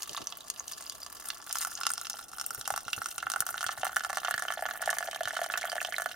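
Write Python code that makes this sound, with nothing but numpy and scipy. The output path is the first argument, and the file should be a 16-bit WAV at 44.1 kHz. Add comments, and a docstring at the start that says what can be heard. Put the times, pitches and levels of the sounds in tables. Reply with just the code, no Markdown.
"""Pouring water into a steel mug

A thin, beaded stream falls from a flask into a steel mug holding a tea bag, inside a parked car.
Beads make noise-burst splashes and decaying, rising bubble tones; drifting mug resonances shape both.
Spatter, fizz and burble are crowds of such grains and shaped noise; single bubbles ping as short notes.
The flask bumps softly in the hand (damped low tone plus noise); the padded cabin adds a brief echo."""
import sys
import numpy as np
from scipy import signal
from scipy.fft import rfft, irfft, next_fast_len
from scipy.io import wavfile
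from scipy.ndimage import uniform_filter1d

SR = 44100
rng = np.random.default_rng(int(sys.argv[2]) if len(sys.argv) > 2 else 0)


def transcribe(u):
    """Save the signal u as a 16-bit wav file named by the first command-line argument.

    u: samples, shape (n,) or (channels, n), limited to [-1, 1]; the rate is SR.
    q: integer samples, one column per channel.
    """
    v = np.clip(np.atleast_2d(u).T, -1, 1)
    q = np.round(v * 32767).astype(np.int16)
    wavfile.write(sys.argv[1], SR, q)


N = 271215
GRAIN_SAMPLES = 2048
TOP_HZ = 16100  # band limit

# heaviest beads landing:
# (time [s], bubble level [dB], bubble pitch [Hz], splash level [dB], splash pitch [Hz]), levels before trim
HEAVY_BEADS = [(0.022, -55, 1150, -37.5, 6800), (0.0314, -58, 1110, -37.5, 8200),
               (0.094, -54, 1300, -39, 4800), (0.1476, -40, 1120, -45.5, 4740),
               (0.1762, -36.5, 1090, -44, 5860), (0.2718, -52, 1050, -43, 6370),
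               (0.3236, -44.5, 1170, -43, 3820), (0.501, -49, 1165, -31.5, 6580),
               (0.605, -46, 1040, -55, 6300), (0.68, -64, 1220, -39, 5930),
               (0.7214, -51, 1185, -40.5, 6500), (0.897, -57, 1210, -38, 6550),
               (1.064, -46.5, 1120, -44, 6420), (1.288, -49, 1390, -39.5, 8200),
               (1.303, -40.5, 1860, -34, 4340), (1.527, -62, 1600, -31, 9200),
               (1.5555, -34, 1440, -38, 6600), (1.585, -51.5, 1420, -32.5, 8400),
               (1.614, -56, 1370, -35, 6600), (1.649, -32.5, 1490, -34.5, 7100),
               (1.812, -34.5, 1420, -38.5, 5250), (1.834, -36.5, 1400, -36, 4470),
               (1.853, -40.5, 1370, -41, 3980), (1.867, -29.5, 1240, -26, 5470),
               (1.9034, -34, 1420, -33.5, 8650), (1.936, -47, 1430, -32.5, 8850),
               (1.979, -41, 1240, -36.5, 5540), (2.0135, -43, 1440, -38.5, 9000),
               (2.069, -45.5, 1330, -39.5, 4850), (2.0984, -47, 1370, -33.5, 7900),
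               (2.1407, -43, 810, -65, 5960), (2.191, -43, 1240, -45.5, 5070),
               (2.333, -44, 1280, -63, 7450), (2.384, -40.5, 1350, -42, 6300),
               (2.3981, -44, 1220, -38, 5400), (2.4126, -39, 1200, -34, 6900),
               (2.4634, -79, 1080, -31.5, 12700), (2.5066, -37, 1430, -37, 7400),
               (2.5474, -46, 1310, -36.5, 10900), (2.612, -45, 1380, -38.5, 6000),
               (2.6769, -35.5, 1070, -32, 7900), (2.704, -28, 820, -34.5, 7840),
               (2.7393, -33.5, 950, -43.5, 4960), (2.762, -38, 1290, -36, 7400),
               (2.7768, -33, 1190, -36.5, 7150), (2.881, -35.5, 1254, -45, 6680),
               (2.931, -41.5, 1400, -31, 3770), (2.979, -39, 1320, -63, 5500),
               (3.0177, -32.5, 1340, -46, 5630), (3.059, -34, 1310, -35.5, 5700),
               (3.181, -37, 1310, -35, 5700), (3.228, -32.5, 1440, -50, 3880),
               (3.2683, -28.5, 1380, -50, 3420), (3.3005, -36.5, 1230, -33.5, 6540),
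               (3.318, -38, 1460, -33, 6380), (3.3373, -32.5, 1390, -38.5, 5100),
               (3.3608, -27.5, 1410, -39, 7280), (3.405, -36.5, 1400, -25, 9070),
               (3.4227, -33.5, 1470, -44, 9450), (3.4658, -37, 1390, -34, 8100),
               (3.49, -35, 1325, -39.5, 6050), (3.5423, -33.5, 1415, -46, 6640),
               (3.579, -38, 1660, -38, 3840), (3.608, -37, 1260, -39, 5650), (3.629, -33, 1320, -38, 6200),
               (3.642, -31, 1720, -37.5, 9900), (3.665, -36, 1395, -34.5, 4600),
               (3.6914, -29, 1260, -58, 5300), (3.8326, -27.5, 785, -42, 3660),
               (3.852, -32, 1280, -37, 6000), (3.8674, -31, 970, -41.5, 5750),
               (3.894, -39, 1200, -53, 5070), (3.961, -40, 1520, -35, 7100), (3.9667, -23, 1580, -34, 5880),
               (3.995, -46, 1670, -41.5, 5240), (4.007, -34.5, 1620, -49, 5320),
               (4.0363, -39, 1380, -47, 5540), (4.048, -30, 1396, -39.5, 5270),
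               (4.0978, -34, 1060, -45, 5500), (4.103, -35.5, 1000, -40.5, 6300),
               (4.13, -34, 1200, -41, 6540), (4.1716, -29, 1110, -35.5, 6340),
               (4.183, -38, 1070, -39, 4400), (4.233, -38.5, 1280, -49, 4810),
               (4.248, -30.5, 1420, -48, 5040), (4.26, -35, 1466, -67, 4980),
               (4.2828, -28.5, 1148, -44, 4520), (4.31, -29, 1420, -33.5, 8000),
               (4.341, -28.5, 1630, -37, 4950), (4.379, -31, 1700, -39, 5370),
               (4.4226, -32, 1477, -37.5, 6660), (4.452, -34.5, 1210, -61, 5500),
               (4.4826, -34.5, 1459, -35.5, 3170), (4.504, -30.5, 1230, -50, 4170),
               (4.5224, -36, 1340, -39.5, 5620), (4.5738, -35.5, 737, -69, 5570),
               (4.592, -37, 956, -67, 6860), (4.624, -30, 800, -42.5, 7990),
               (4.6547, -31.5, 1080, -45, 4500), (4.6628, -34.5, 1400, -41, 5040),
               (4.688, -35, 1300, -54, 5070), (4.71, -34, 1470, -41.5, 4250),
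               (4.8247, -32, 1300, -44.5, 7100), (4.859, -45, 1050, -37, 6520),
               (4.8758, -26, 820, -48, 5780), (4.8924, -27, 1780, -65, 4020), (4.903, -37, 1290, -31, 6500),
               (4.909, -36, 1060, -35, 6140), (4.9293, -30.5, 1200, -44, 5240),
               (4.985, -33.5, 1800, -32, 6400), (5.007, -35, 1060, -50, 6680),
               (5.0269, -33, 1550, -45, 5530), (5.076, -39, 780, -50, 4480), (5.085, -32.5, 750, -56, 5110),
               (5.112, -51, 1200, -40.5, 4850), (5.131, -39, 1170, -46, 5540),
               (5.16, -37.5, 1090, -43, 6000), (5.208, -29, 679, -47, 4660),
               (5.233, -41.5, 1020, -39, 5540), (5.255, -38, 1510, -38, 3900),
               (5.275, -31.5, 1370, -43.5, 4880), (5.3073, -34, 1830, -48, 5760),
               (5.3683, -29.5, 1360, -41, 5530), (5.3915, -33, 1020, -53, 4430),
               (5.4159, -29, 700, -42, 7820), (5.429, -39, 820, -54, 4670), (5.4421, -35, 1270, -40, 5200),
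               (5.462, -36.5, 960, -42, 5830), (5.5001, -32, 1514, -58, 6800),
               (5.539, -31, 1330, -42, 3670), (5.5748, -32, 1678, -35.5, 7650),
               (5.619, -37.5, 1660, -44.5, 4730), (5.718, -37.5, 1370, -39, 5220),
               (5.729, -33.5, 800, -56, 5480), (5.755, -35.5, 886, -44, 5700), (5.765, -36, 917, -47, 5200),
               (5.781, -31, 1810, -62, 4350), (5.815, -32, 1460, -40, 7300),
               (5.848, -36.5, 1040, -38, 4750), (5.924, -37, 1500, -42, 4650),
               (5.9827, -30.5, 1440, -37.5, 7000), (5.999, -34, 1195, -52, 5680),
               (6.02, -34.5, 1380, -37.5, 7810), (6.0597, -28.5, 1240, -40.5, 6850)]
# strength of the stream as the hand tips the flask: (time [s], level [dB])
FLOW = [(0.0, -46.5), (0.2, -48.5), (0.42, -55), (0.72, -47.5), (0.92, -49), (1.1, -52.5), (1.33, -45),
        (1.42, -52.5), (1.57, -35), (1.74, -45.5), (1.92, -47), (2.15, -43.5), (2.28, -52), (2.42, -47),
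        (2.76, -46), (2.84, -49.5), (2.98, -41), (3.23, -49), (3.32, -48), (3.86, -43.5), (3.92, -48.5),
        (3.98, -47.5), (4.4, -44.5), (5.13, -45.5), (5.19, -55), (5.24, -44.5), (5.6, -44.5), (6.03, -47.5),
        (6.15, -48)]
# moments of shallow, part-filled and final depth: (time [s])
FILL_TIMES_S = [1, 2.5, 4.66]
# central splash and bubble pitch at those three depths: (pitch [Hz])
SPLASH_PITCH_HZ = [7110, 8160, 7020]
BUBBLE_PITCH_HZ = [1273, 1454, 1287]


def amp(db):
    """Decibels to gain."""
    return 10 ** (np.asarray(db) / 20)


def unit(x):
    """Scale to rms 1."""
    return x / np.sqrt(np.mean(x ** 2) + 1e-20)


def along(points, hz):
    """Interpolate (Hz, value) points on a log-frequency axis."""
    f, v = np.transpose(points)
    return np.interp(np.log(hz + 1), np.log(f + 1), v)


def filtered(x, response):
    """Apply a complex frequency response to x."""
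    m = next_fast_len(N + SR // 2)
    spectrum = rfft(x, m) * response(np.fft.rfftfreq(m, 1 / SR))
    return irfft(spectrum, m)[..., :N]


def causal(gain):
    """Minimum-phase response with these gains: rings only after the strike."""
    cepstrum = irfft(np.log(np.maximum(gain, 1e-6)))
    cepstrum[..., 1:GRAIN_SAMPLES // 2] *= 2
    cepstrum[..., GRAIN_SAMPLES // 2 + 1:] = 0
    return np.exp(rfft(cepstrum))


def below(hz, edge_hz, order):
    """Low-pass gain."""
    return 1 / np.sqrt(1 + (hz / edge_hz) ** (2 * order))


def above(hz, edge_hz, order):
    """High-pass gain."""
    return below(edge_hz, hz + 1, order)


def place(times, grains):
    """Sum one grain per row at its time."""
    starts = np.round(np.maximum(times, 0) * SR).astype(int)
    index = starts[:, None] + np.arange(grains.shape[-1])
    return np.bincount(index.ravel(), grains.ravel(), N)[:N]


def sized(grains, db):
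    """Give each grain the energy of 10 ms at its level."""
    power = np.sum(grains ** 2, -1, keepdims=True) / (SR / 100)
    return grains * amp(db) / np.sqrt(power + 1e-20)


def bounded_normals(count):
    """Four clipped normal draws per droplet."""
    return np.clip(rng.standard_normal((count, 4)), -1.6, 1.6)


def landings(count, uneven):
    """Loosely even times through the pour, each early or late by up to `uneven` gaps."""
    turns = np.arange(count) + .5 + uneven * rng.uniform(-1, 1, count)
    return turns % count * N / SR / count


def clear_of_beads(times, gap_s=.014):
    """Mask of the moments that lie away from every heavy bead."""
    bead_times = np.array(HEAVY_BEADS)[:, 0]
    return np.abs(times[:, None] - bead_times).min(axis=1) > gap_s


def flow_db(times):
    """Strength of the stream over time."""
    return np.interp(times, *np.transpose(FLOW))


def surge_db(times):
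    """Flow relative to the mean of its table points."""
    return flow_db(times) - np.mean(FLOW, axis=0)[1]


def trapped_db(times):
    """Bubble level: a slow trend through the filling plus the surge of the flow."""
    # bubbles at average flow: (time [s], level before trim [dB])
    trapping = [(0.8, -50), (2.8, -52.5), (4.4, -42.5), (6.15, -48.5)]
    return np.interp(times, *np.transpose(trapping)) + surge_db(times)


def mug(times, hz, between_db=-17):
    """Gain of the mug's hollow as it fills; neighbouring resonances cancel between their peaks."""
    # drifting resonances: (centre at time 0 [Hz], drift [Hz/s], width [Hz],
    # shallow level [dB], part-filled level [dB], final level [dB])
    resonances = [(728, -8.5, 82, 2.5, -32, 7.5), (871, -27, 114, 0, 10, 6), (1173, 2, 82, 12, 0.5, -2),
                  (1362, 16.5, 149, 10, 14.5, 6.5), (1723, 1, 117, 10.5, 0.5, 10.5),
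                  (2037, 9, 43, 6, -2, -1), (2773, -3.5, 64, 11.5, 12, 3.5),
                  (2982, 11.5, 65, 9.5, -1.5, 7.5), (3150, -5, 3040, 5.5, -2.5, -9.5),
                  (4490, 380, 260, 5.5, 5.5, -40), (6240, -40, 1500, 3.5, -4.5, -7.5),
                  (8700, 22, 1650, 0, 1.5, -5), (12000, 0, 4500, 2, -17, -8.5),
                  (12550, -8, 1900, -11, -1.5, -6)]
    times, total = times[:, None], 0
    for start_hz, drift_hz_per_s, width_hz, *depth_db in resonances:
        centre_hz = start_hz + drift_hz_per_s * times
        damping = 1j * hz * width_hz
        resonance = damping / (centre_hz ** 2 - hz ** 2 + damping)
        total = total + amp(np.interp(times, FILL_TIMES_S, depth_db)) * resonance
    return np.hypot(np.abs(total), amp(between_db))


def bubbles(times, db, pitch_hz, cycles=1.47, rise=0.33, push=0.46, life_octaves=0.93, swell_s=0.00036):
    """A trapped bubble rings for a few cycles, sharpening as it surfaces; the bead's push sounds the hollow."""
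    t, hz = np.arange(GRAIN_SAMPLES) / SR, np.fft.rfftfreq(GRAIN_SAMPLES, 1 / SR)
    life_s = cycles * 2 ** (life_octaves * rng.uniform(-1.6, 1, (len(times), 1))) / pitch_hz
    age = t / life_s
    sharpening = 1 + rise * (np.minimum(age, 4) - 2) / 4
    envelope = np.exp(-age) * (1 - np.exp(-t / swell_s))
    ring = np.sin(2 * np.pi * pitch_hz * t * sharpening) * envelope
    source = rfft(ring) * 2 / (life_s * SR) - 1j * push * np.minimum(hz / pitch_hz, 1)
    body = mug(times, hz) * above(hz, 481, order=6) * below(hz, 1935, order=4)
    return place(times, sized(irfft(source * causal(body)), db))


def splashes(times, db, pitch_hz, ping=0.71, ping_cycles=8, spray_db=-9, octaves=0.73, skirt_db=-19,
             apart=0.8, lead_s=.001):
    """A snap, a short spray and a tiny bubble, scattered by the steel wall towards each side."""
    t = np.arange(GRAIN_SAMPLES) / SR - lead_s
    hz = np.fft.rfftfreq(GRAIN_SAMPLES, 1 / SR)
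    age_s = np.maximum(t, 0)
    tear = np.exp(np.minimum(t, 0) / .0002)  # onset before the landing
    snap, spray = np.exp(-age_s / .0014), np.exp(-age_s / .006)
    shared, *own = rng.standard_normal((3, len(times), GRAIN_SAMPLES))
    burst = (shared + apart * np.array(own)) * tear * (snap + amp(spray_db) * spray)
    tiny = ping * np.sin(2 * np.pi * pitch_hz * age_s) * np.exp(-age_s * pitch_hz / ping_cycles)
    # passband around each splash's own pitch
    octaves_off = np.abs(np.log2((hz + 1) / pitch_hz))
    colour = below(octaves_off, octaves, order=3) + amp(skirt_db)
    body = mug(times, hz) * above(hz, 1420, order=4)
    grains = sized(irfft(rfft(burst + tiny) * causal(colour * body)), db)
    return np.array([place(times - lead_s, side) for side in grains])


def notes(times, db, hz, cycles, glide):
    """A free bubble swells softly into a short note that lifts a little; glide is the rise per life."""
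    age = np.arange(GRAIN_SAMPLES) / SR * hz / cycles
    phase = 2 * np.pi * np.cumsum(hz * (1 + glide * (np.minimum(age, 4) - 1)), axis=1) / SR
    envelope = (1 - np.exp(-5 * age)) * np.exp(-age)
    return place(times, sized(np.sin(phase) * envelope, db))


def hush(db=-64):
    """Still cabin air: faint steady noise, independent on each side."""
    # noise spectrum: (frequency [Hz], relative density [dB])
    air_spectrum = [(25, -5.5), (55, 3.5), (140, -2.5), (290, 0), (500, -5), (1000, -56), (4000, -56),
                    (15000, -56)]
    noise = rng.standard_normal((2, N))
    return amp(db) * unit(filtered(noise, lambda hz: amp(along(air_spectrum, hz))))


def cabin(x):
    """Upholstery swallows the echo quickly: decaying noise, convolved with the source."""
    # decay: (frequency [Hz], time to fall 60 dB [s])
    decay_s = [(300, 0.017), (1200, 0.14), (3000, 0.14), (8000, 0.061), (15000, 0.0038)]
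    hz, t, z = signal.stft(rng.standard_normal((2, SR // 3)), SR, nperseg=256)
    decay = amp(-60 * t / along(decay_s, hz)[:, None])
    tail = signal.istft(z * decay, SR, nperseg=256)[1]
    tail = np.pad(tail / np.linalg.norm(tail[0]), ((0, 0), (SR // 250, 0)))  # 4 ms pre-delay
    return signal.fftconvolve(x, tail, axes=1)[:, :N]


def handling(lowest_bump_hz=108, bump_db=2, scuff_s=0.022, rub_size=5.7):
    """Hand on flask: dull bumps of damped tone and noise, and brief scuffs of low noise."""
    # soft bumps: (time [s], level before trim and filter [dB])
    bump_table = [(2.58, -48), (2.722, -50), (2.863, -49), (2.977, -46.5), (3.257, -54), (3.4, -52),
                  (3.52, -54.5), (3.662, -53), (3.781, -49), (4.343, -51.5), (4.852, -54.5), (5.258, -52)]
    # grip shifts: (time [s], peak of the rms envelope [dB])
    scuff_table = [(.112, -50.5), (0.215, -46), (2.52, -57)]
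    t = np.arange(SR // 6) / SR
    s, db = np.transpose(bump_table)
    knock_hz = lowest_bump_hz * rng.uniform(1.0, 1.12, (len(s), 1))
    knock = np.sin(2 * np.pi * t * knock_hz) * np.exp(-t / 0.011)
    rub = rub_size * rng.standard_normal((2, len(s), len(t))) * np.exp(-t / 0.016)
    bumps = np.array([place(s, amp(db + bump_db)[:, None] * (knock + side)) for side in rub])
    bumps = filtered(bumps, lambda hz: above(hz, 28, order=2) * below(hz, 370, order=2))
    clock = np.arange(N) / SR
    grip = sum(amp(level) * np.exp(-((clock - at) / scuff_s) ** 2) for at, level in scuff_table)
    noise = rng.standard_normal((2, N))
    scuffs = unit(filtered(noise, lambda hz: above(hz, 95, order=2) * below(hz, 710, order=3)))
    return bumps + grip * scuffs


def wash(murmur_db=-60, fizz_db=-12.0, grain_db=3, apart=1.5):
    """The unbroken stream seethes on the tea bag: grainy noise keeps the mug faintly ringing."""
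    shared, *own = rng.standard_normal((3, N))
    flutter = unit(uniform_filter1d(rng.standard_normal(N), size=120))
    seethe = (shared + apart * np.array(own)) * amp(grain_db * flutter)
    hz, times, z = signal.stft(seethe, SR, nperseg=1024)
    rung = signal.istft(z * mug(times, hz).T, SR, nperseg=1024)[1][:, :N]
    murmur = unit(filtered(rung, lambda hz: above(hz, 170, order=3) * below(hz, 1090, order=4)))
    fizz = unit(filtered(rung, lambda hz: above(hz, 2650, order=3) * below(hz, 18000, order=2)))
    return amp(murmur_db) * murmur + amp(flow_db(np.arange(N) / SR) + fizz_db) * fizz


def prickle(count=1500, db=-14.5, scatter_db=6, low_hz=2900, high_hz=15500, cycles=5, apart=0.43):
    """Dense fizz of tiny bubbles bursting around the stream, each with its own pitch and side."""
    times = landings(count, uneven=10)
    pitch, size, side = rng.uniform(-1.006, 1, (count, 3)).T[:, :, None]
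    hz = low_hz * (high_hz / low_hz) ** ((pitch + 1) / 2)
    level = flow_db(times)[:, None] + db + scatter_db * size
    pan_db = 10 * apart * side
    return np.array([notes(times, level + way * pan_db, hz, cycles, glide=0.026) for way in (1, -1)])


def blips(count=70, scatter_db=3, octaves=0.46, cycles=2.2, glide=0.011):
    """Once the water is deep, faint free bubbles ring all over the surface."""
    # trend of the free bubbles: (time [s], central level [dB], central pitch [Hz])
    blip_trend = [(4.301, -65, 2360), (5.4, -49.5, 2470), (5.851, -55, 2467), (6.042, -58, 2190)]
    s, db, pitch_hz = np.transpose(blip_trend)
    late, size, detune, eager = rng.uniform(-1, 1, (count, 4)).T[:, :, None]
    times = s[0] + (np.arange(count) + late[:, 0]) * (s[-1] - s[0]) / count
    hz = np.interp(times, s, pitch_hz)[:, None] * 2 ** (octaves * detune)
    level = np.interp(times, s, db)[:, None] + scatter_db * size
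    return notes(times, level, hz, cycles, glide * (1 + eager))


def burble(count=420, low_hz=740, high_hz=2100, scatter_db=8.5, cycles=4, push=0.32):
    """Overlapping bubbles churned under the surface keep the hollow of the mug ringing."""
    # burble at average flow: (time [s], central level [dB])
    burble_trend = [(0.0, -77), (1.4, -55), (3.0, -66), (3.6, -50), (4.4, -47.5), (5.2, -48.5),
                    (5.75, -41.5), (6.15, -53)]
    times = landings(count, uneven=0.99)
    free = clear_of_beads(times)
    times = times[free]
    pitch, size = rng.uniform(-0.93, 1, (count, 2))[free].T[:, :, None]
    hz = low_hz * (high_hz / low_hz) ** ((pitch + 1) / 2)
    central_db = np.interp(times, *np.transpose(burble_trend)) + surge_db(times)
    db = central_db[:, None] + scatter_db * size
    return bubbles(times, db, hz, cycles=cycles, rise=0.34, push=push, life_octaves=1.1)


def pings(ring_s=0.0014, glide=0.017, note_db=3.0, splash_db=-5):
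    """The clearest bubbles: each a short note born in a small splash."""
    # single bubbles: (time [s], level before trim [dB], pitch [Hz])
    ping_table = [(0.1658, -40.5, 3730), (0.2712, -35.5, 6060), (0.3237, -45, 3300), (0.4082, -50.5, 3820),
                  (0.597, -39.5, 6400), (0.7333, -44, 4850), (0.865, -46.5, 4950), (0.8971, -44, 4950),
                  (1.018, -50, 4820), (1.0319, -45, 4850), (1.286, -41, 9200), (1.753, -41, 6600),
                  (1.9168, -37, 8700), (2.132, -44, 5960), (2.9331, -37, 2890), (5.5383, -39, 2600),
                  (5.5564, -38, 1420), (5.6296, -41.5, 2150), (5.6755, -47, 3230), (5.6981, -41.5, 4810),
                  (5.804, -43, 2610), (5.8492, -37, 3070), (5.873, -51, 3480), (5.942, -37.5, 2120),
                  (5.9644, -40.5, 4030)]
    s, db, hz = np.transpose(ping_table)[:, :, None]
    ringing = notes(s[:, 0], db + note_db, hz, ring_s * hz, glide)
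    return ringing + splashes(s[:, 0], db + splash_db, hz, spray_db=15, octaves=0.35)


def spatter(count=440, bubble_db=-7.5, splash_db=-1.5, scatter_db=6.0, bubble_octaves=0.48,
            splash_octaves=0.656):
    """Small droplets land at random, their level loosely following the flow and their pitch the depth."""
    times = landings(count, uneven=2)
    size, own, low, high = bounded_normals(count).T[:, :, None]
    level = trapped_db(times)[:, None] + bubble_db + scatter_db * size
    pitch_hz = np.interp(times, FILL_TIMES_S, BUBBLE_PITCH_HZ)[:, None] * 2 ** (bubble_octaves * low)
    plops = bubbles(times, level, pitch_hz, cycles=3.4, push=0.72, life_octaves=1.2)
    level = flow_db(times)[:, None] + splash_db + scatter_db * (size + own) / np.sqrt(2)
    pitch_hz = np.interp(times, FILL_TIMES_S, SPLASH_PITCH_HZ)[:, None] * 2 ** (splash_octaves * high)
    pitch_hz = np.minimum(pitch_hz, TOP_HZ)
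    return plops + splashes(times, level, pitch_hz, ping=6.1, spray_db=18.0, octaves=0.63)


def trickle(count=190, bubble_db=-9, splash_db=0, bubble_scatter_db=4, splash_scatter_db=0.5,
            bubble_octaves=0.64, splash_octaves=0.42):
    """Between heavy beads the stream pinches off ordinary ones, each with its own size and pitch."""
    times = landings(count, uneven=.5)
    free = clear_of_beads(times)
    times = times[free]
    size, own, low, high = bounded_normals(count)[free].T
    low_db = trapped_db(times) + bubble_db + bubble_scatter_db * size
    high_db = flow_db(times) + splash_db + splash_scatter_db * (size + own) / np.sqrt(2)
    low_hz = np.interp(times, FILL_TIMES_S, BUBBLE_PITCH_HZ) * 2 ** (bubble_octaves * low)
    high_hz = np.interp(times, FILL_TIMES_S, SPLASH_PITCH_HZ) * 2 ** (splash_octaves * high)
    high_hz = np.minimum(high_hz, TOP_HZ)
    plops = bubbles(times, low_db[:, None], low_hz[:, None], cycles=2.5, push=0.09, life_octaves=0.86)
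    slaps = splashes(times, high_db[:, None], high_hz[:, None], ping=1.0, spray_db=6.0, skirt_db=-24.5)
    return plops + slaps


def beads(bubble_db=-0.26, splash_db=1, trail_s=.005, trail_db=-13):
    """Heaviest beads: a splash and a bubble; the closing crater traps a second, weaker bubble."""
    s, low_db, low_hz, high_db, high_hz = np.transpose(HEAVY_BEADS)[:, :, None]
    late, detune = rng.uniform(-0.51, 0.538, (len(s), 2)).T[:, :, None]
    trail_times = (s + trail_s * (1 + late))[:, 0]
    trailing = bubbles(trail_times, low_db + trail_db, low_hz * 2 ** detune, cycles=1.77, push=0.2)
    first = bubbles(s[:, 0], low_db + bubble_db, low_hz)
    return first + trailing + splashes(s[:, 0], high_db + splash_db, high_hz)


def scene(lag_s=.000028, cabin_db=-16):
    """Mix; the mug stands a little to the right of the microphones."""
    # level difference between the sides: (frequency [Hz], left minus right [dB])
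    lean_db = [(700, 0), (1290, -3), (2400, -5.5), (4400, -2), (8100, 2.5), (15000, 0.5)]
    sides = np.array([[.5], [-.5]])
    water = beads() + trickle() + spatter() + burble() + prickle() + pings() + blips() + wash()

    def placement(hz):
        """Level and arrival time at each side."""
        return amp(sides * along(lean_db, hz)) * np.exp(-2j * np.pi * hz * lag_s * sides)

    water = filtered(water, placement)
    return water + amp(cabin_db) * cabin(water) + handling() + hush()


def record(dry):
    """The ports swallow one narrow band, and nothing is kept above the band limit."""
    # notch: (centre [Hz], half-width to 1/e [Hz], depth as a share of the gain [0-1])
    port_notch = (7880, 120, 0.55)
    dip_hz, width_hz, depth = port_notch

    def response(hz):
        """Notch and band limit."""
        notch = 1 - min(depth, 1) * np.exp(-((hz - dip_hz) / width_hz) ** 2)
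        return notch * (hz < TOP_HZ)

    return filtered(dry, response)


dry = scene()
out = record(dry)
transcribe(out)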